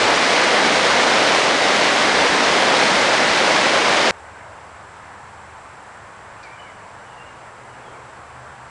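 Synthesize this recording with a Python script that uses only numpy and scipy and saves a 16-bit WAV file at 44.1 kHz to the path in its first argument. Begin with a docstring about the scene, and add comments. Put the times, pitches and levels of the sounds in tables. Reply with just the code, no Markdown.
"""A dense roar of whitewater comes first: turbulence churns, trapped bubbles resonate, plunging waves
thud and spray patters back. At about 4.1 s the scene changes abruptly to a quiet meadow with a far rush
of air and traffic. Engines hum at their firing rates, one speeding up, tyres pass, and distant birds
whistle with echoes. A small motor whines thinly over a faint hiss. Both channels are alike."""
import sys
import numpy as np
from scipy import signal
from scipy.fft import rfft, irfft, next_fast_len
from scipy.io import wavfile

SR = 44100
rng = np.random.default_rng(int(sys.argv[2]) if len(sys.argv) > 2 else 0)


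def waveform_to_disk(signal):
    """Save audio, clipped to [-1, 1], as 16-bit WAV at the path in sys.argv[1]."""
    frames = np.transpose(np.atleast_2d(signal))
    scaled = np.clip(frames, -1, 1) * 32767
    samples = np.round(scaled).astype(np.int16)
    wavfile.write(sys.argv[1], SR, samples)


N = 383661
TIME = np.arange(N) / SR
SCENE_CHANGE_S, ENGINE_FADE_S = 4.1095, 0.35

# Slow swell of the rapids about their mean level: t/s, level/dB
FLOW_SWELL = [(0, 0.1), (0.85, 0.6), (1.45, 0.3), (1.62, -1.5), (1.8, 0), (2.9, 0.86), (3.6, -0.7),
              (4.1, 0)]
# Spectral density of the deep churning: f/Hz, relative level/dB
ROAR_SPECTRUM = [(20, -33), (40, -33), (62, -22), (95, -19.5), (145, -12), (205, -7.5), (280, -6),
                 (370, -4.5), (550, 1), (800, -0.5), (1100, -3), (1600, -6), (2400, -24), (5000, -40)]
# Spectral density of the spray: f/Hz, relative level/dB
SPRAY_SPECTRUM = [(500, -27), (1000, -9), (1500, -2.5), (2050, 1), (2500, -3), (3500, -4.5), (5000, -8),
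                  (6300, -12.5), (7800, -18), (10000, -24), (12000, -29)]
# Collapsing waves: t/s, level/dB
WAVE_PLUNGES = [(0.02, -36), (0.95, -41), (2.15, -38), (2.27, -46), (2.98, -42), (3.27, -43), (3.9, -48)]
# Spectral density of the far rush: f/Hz, relative level/dB
RUSH_SPECTRUM = [(20, -21), (45, -13), (65, -6.5), (130, -6.5), (250, -12.5), (380, -10.5), (600, -4.5),
                 (950, -0.5), (1250, -4), (1550, -5), (2100, -11.5), (2800, -19), (4000, -32), (9000, -49)]
# Spectral density of the microphone hiss: f/Hz, relative level/dB
HISS_SPECTRUM = [(500, 2), (3000, 2), (5000, 0), (7000, -1.5), (7700, 2), (8400, -1.5), (10000, -4.5)]
# Vehicles at their nearest point: t/s, level/dB
VEHICLE_PASSES = [(4.3, -53.5), (7.8, -48)]
# Spectral density of tyre noise: f/Hz, relative level/dB
TYRE_SPECTRUM = [(100, -32), (250, -9), (330, -4), (430, 1), (560, 0), (750, -9), (1500, -25), (4000, -55)]
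# Far engines at steady speed: start t/s, end t/s, firing f/Hz, level/dB
ENGINE_DRONES = [(3.9, 5.7, 79.3, -55), (5.0, 6.9, 127, -63.5), (5.7, 7.8, 79.6, -66),
                 (6.9, 8.9, 127.5, -55.5), (8.0, 8.9, 75.3, -57)]
# A bird's dry tick as its song begins: t/s, level/dB
BIRD_TICKS = [(6.433, -44)]
# Spectral density of the tick: f/Hz, relative level/dB
TICK_SPECTRUM = [(2000, -35), (3300, -13), (4000, -6), (4650, 0), (5300, -11), (6500, -16), (9000, -35)]
# Bird whistles: onset t/s, duration/s, start f/Hz, middle f/Hz, end f/Hz, level/dB
BIRD_NOTES = [(6.428, 0.063, 2485, 2290, 2130, -42.5), (6.485, 0.088, 2290, 2355, 2420, -45),
              (6.58, 0.057, 2960, 2980, 2940, -44), (6.648, 0.067, 2350, 2120, 2000, -45),
              (7.038, 0.12, 2980, 2920, 2800, -54), (7.17, 0.073, 2810, 2790, 2850, -48),
              (7.245, .065, 2840, 2845, 2840, -49), (7.68, 0.088, 2960, 2900, 2800, -55),
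              (7.833, .085, 3480, 3280, 3100, -54), (7.936, .035, 2380, 2250, 2140, -49)]


def from_db(db):
    """Amplitude ratio: tenfold for every 20 dB."""
    return 10 ** (np.asarray(db) / 20)


def unit_rms(x):
    """Normalisation to unit mean power."""
    return x / np.sqrt(np.mean(x ** 2) + 1e-20)


def colour(x, spectrum):
    """Spectral shaping by a curve interpolated over log frequency; rms 1."""
    hz, db = np.transpose(spectrum)
    size = next_fast_len(2 * N)
    bin_hz = np.maximum(np.fft.rfftfreq(size, 1 / SR), 1)
    gain = from_db(np.interp(np.log(bin_hz), np.log(hz), db))
    return unit_rms(irfft(rfft(x, size) * gain, size)[:N])


def drift(corner_hz):
    """Slow random fluctuation: noise twice through a one-pole low-pass; rms 1."""
    step, settle = 40, 2000
    pole = np.exp(-2 * np.pi * corner_hz * step / SR)
    noise = rng.standard_normal(N // step + settle + 2)
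    slow = signal.lfilter([1], [1, -2 * pole, pole * pole], noise)[settle:]
    return np.interp(np.arange(N) / step, np.arange(len(slow)), unit_rms(slow))


def turbulence(spread_db, rate_hz):
    """Turbulent noise: each half-octave band swells and sinks independently."""
    size = next_fast_len(N)
    white = rfft(rng.standard_normal(size))
    band_of_bin = np.floor(2 * np.log2(np.clip(np.fft.rfftfreq(size, 1 / SR), 64, 11000)))
    bands = (irfft(white * (band_of_bin == k), size)[:N] for k in np.unique(band_of_bin))
    return unit_rms(sum(band * from_db(spread_db * drift(rate_hz)) for band in bands))


def impacts(per_s, spread_db):
    """A Poisson process of clicks, many small and a few large."""
    struck = rng.random(N) < per_s / SR
    return struck * from_db(spread_db * np.minimum(rng.exponential(1, N), 4))


def bursts(events, rise_s, decay_s):
    """Transient envelopes: a linear rise to each event's time, then exponential decay."""
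    envelope = np.zeros(N)
    for peak_s, level_db in events:
        attack = np.clip(1 + (TIME - peak_s) / rise_s, 0, 1)
        decay = np.exp(-np.maximum(TIME - peak_s, 0) / decay_s)
        envelope += from_db(level_db) * attack * decay
    return envelope


def bubbles(per_s, low_hz, high_hz, cycles, rise, spread_db=3, sizes=36):
    """Damped resonance of trapped air: larger bubbles ring lower, and each rises nearing the surface."""
    births = impacts(per_s, spread_db)
    size_class = rng.integers(0, sizes, N)
    pitches = low_hz * (high_hz / low_hz) ** ((np.arange(sizes) + rng.random(sizes)) / sizes)
    ringing = np.zeros(N)
    for k, hz in enumerate(pitches):
        age = np.arange(0, 1, hz / (cycles * SR))   # share of the time to decay by 60 dB
        ping = np.sin(2 * np.pi * cycles * age * (1 + rise * age / 2)) * from_db(-60 * age)
        ringing += np.sqrt(hz) * signal.oaconvolve(births * (size_class == k), ping)[:N]
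    high_pass = signal.butter(2, low_hz / 2, "high", fs=SR, output="sos")
    return unit_rms(signal.sosfilt(high_pass, ringing))


def roar():
    """Turbulence in plunging water radiates broadband noise; bubble resonance adds a gurgle."""
    gurgle = bubbles(per_s=1500, low_hz=187.3, high_hz=2430, cycles=17, rise=0.15)
    return colour(turbulence(spread_db=0.73, rate_hz=12) + from_db(-17) * gurgle, ROAR_SPECTRUM)


def thuds():
    """The impact of each collapsing wave excites a burst of low-frequency noise."""
    band_pass = signal.butter(2, [52, 115], "band", fs=SR, output="sos")
    rumble = unit_rms(signal.sosfilt(band_pass, rng.standard_normal(N)))
    return bursts(WAVE_PLUNGES, rise_s=0.022, decay_s=0.065) * rumble


def spray():
    """Countless bursting bubbles sum incoherently to a hiss; drops patter and small bubbles fizz."""
    flurries = from_db(1.5 * drift(12))
    drops = unit_rms(impacts(per_s=3500, spread_db=3.5) * rng.choice([-1, 1], N) * flurries)
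    fizz = bubbles(per_s=3000, low_hz=1400, high_hz=8000, cycles=9, rise=0.2)
    foam = turbulence(spread_db=0.3, rate_hz=9)
    return colour(foam + from_db(-5.5) * drops + from_db(-11.5) * fizz, SPRAY_SPECTRUM)


def rapids():
    """Common modulation: the flow's swell and quick surges move the roar and, more weakly, the spray."""
    swell_db = np.interp(TIME, *np.transpose(FLOW_SWELL))
    flow_db = swell_db + 0.32 * drift(5)
    return from_db(-18 + flow_db) * roar() + thuds() + from_db(-18.5 + 0.29 * flow_db) * spray()


def far_rush():
    """Distant air and traffic sum incoherently to a smooth noise with slight gusts."""
    gust_db = 0.1 * drift(2)
    return from_db(-40 + gust_db) * colour(turbulence(spread_db=0.78, rate_hz=7.2), RUSH_SPECTRUM)


def motor_whine(hz=7650, turns_per_s=30, bend_hz=28, throb=0.2):
    """Frequency and amplitude modulation: each turn of a small motor bends its pitch and level."""
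    turn = np.cos(2 * np.pi * turns_per_s * TIME)
    phase = 2 * np.pi * np.cumsum(hz - bend_hz * turn) / SR
    return from_db(-63.5) * unit_rms((1 + throb * turn) * np.sin(phase))


def hiss():
    """Microphone self-noise: faint, stationary and broadband."""
    return from_db(-53) * colour(rng.standard_normal(N), HISS_SPECTRUM)


def tyres(half_amplitude_s=0.32):
    """Amplitude falls with distance, so tyre noise swells as each vehicle nears and sinks as it leaves."""
    envelope = sum(from_db(level_db) / (1 + ((TIME - nearest_s) / half_amplitude_s) ** 2)
                   for nearest_s, level_db in VEHICLE_PASSES)
    return envelope * colour(rng.standard_normal(N), TYRE_SPECTRUM)


def engine(firing_hz, level_db, octave_db, waver_db):
    """Of the firing harmonics only the lowest two carry this far; the air makes them waver."""
    phase = 2 * np.pi * np.cumsum(firing_hz * (1 + 0.00574 * drift(4))) / SR
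    tone = unit_rms(np.sin(phase) + from_db(octave_db) * np.sin(2 * phase))
    return from_db(level_db + waver_db * drift(3)) * tone


def steady_engines():
    """A constant firing rate holds each drone's pitch as it fades in and out of earshot."""
    drones = np.zeros(N)
    for start_s, end_s, firing_hz, level_db in ENGINE_DRONES:
        fade = np.clip(0.5 + np.minimum(TIME - start_s, end_s - TIME) / ENGINE_FADE_S, 0, 1)
        drones += fade * engine(firing_hz, level_db, octave_db=-20, waver_db=1.2)
    return drones


def climbing_engine(throttle_s=6.95, lag_s=0.9, slow_hz=101.7, fast_hz=127.5):
    """First-order response: as the throttle opens, a throbbing note grows louder and nears a new pitch."""
    climb = 1 - np.exp(-np.maximum(TIME - throttle_s, 0) / lag_s)
    firing_hz = slow_hz + (fast_hz - slow_hz) * climb
    load = np.clip(1 + (TIME - throttle_s) / ENGINE_FADE_S, 0, 1)
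    throb = np.cos(2 * np.pi * (TIME - 4.57) / 0.77)   # period 0.77 s, with a crest at 4.57 s
    level_db = -59 + 2 * load + 4 * (1 - load / 2) * throb
    return engine(firing_hz, level_db, octave_db=-8, waver_db=-0.5)


def birds(roughness=0.35, waver=0.0089):
    """A dry tick and gliding whistles, roughened by random modulation in the air."""
    song = bursts(BIRD_TICKS, rise_s=0.002, decay_s=0.009) * colour(rng.standard_normal(N), TICK_SPECTRUM)
    pitch_waver = 1 + waver * drift(86)
    for onset_s, duration_s, *glide_hz, level_db in BIRD_NOTES:
        progress = np.clip((TIME - onset_s) / duration_s, 0, 1)
        hz = np.interp(progress, [0, 0.5, 1], glide_hz) * pitch_waver
        arch = np.sqrt(4 * progress * (1 - progress))
        song += from_db(level_db) * arch * np.sin(2 * np.pi * np.cumsum(hz) / SR)
    return song * (1 + roughness * drift(60))


def forest_echo(direct, echo_db=-3, t60_s=0.6):
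    """Reverberation: reflections from the forest edge add an exponentially decaying tail."""
    age_s = np.arange(SR) / SR
    response = rng.standard_normal(SR) * from_db(-60 * age_s / t60_s)
    response /= np.linalg.norm(response)
    return direct + from_db(echo_db) * signal.oaconvolve(direct, response)[:N]


def meadow():
    """Superposition of independent sources: rush, traffic, birds, whine and hiss."""
    rush = far_rush()
    traffic = tyres() + steady_engines() + climbing_engine()
    return rush + traffic + forest_echo(birds()) + motor_whine() + hiss()


def scene():
    """The rapids give way to the meadow in one instant, alike in both channels."""
    mono = np.where(TIME < SCENE_CHANGE_S, rapids(), meadow())
    return np.stack([mono, mono])


def record(dry):
    """Band limiting: a steep elliptic low-pass removes the treble above 10050 Hz."""
    return signal.sosfilt(signal.ellip(14, 0.1, 80, 10050, fs=SR, output="sos"), dry)


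dry = scene()
out = record(dry)
waveform_to_disk(out)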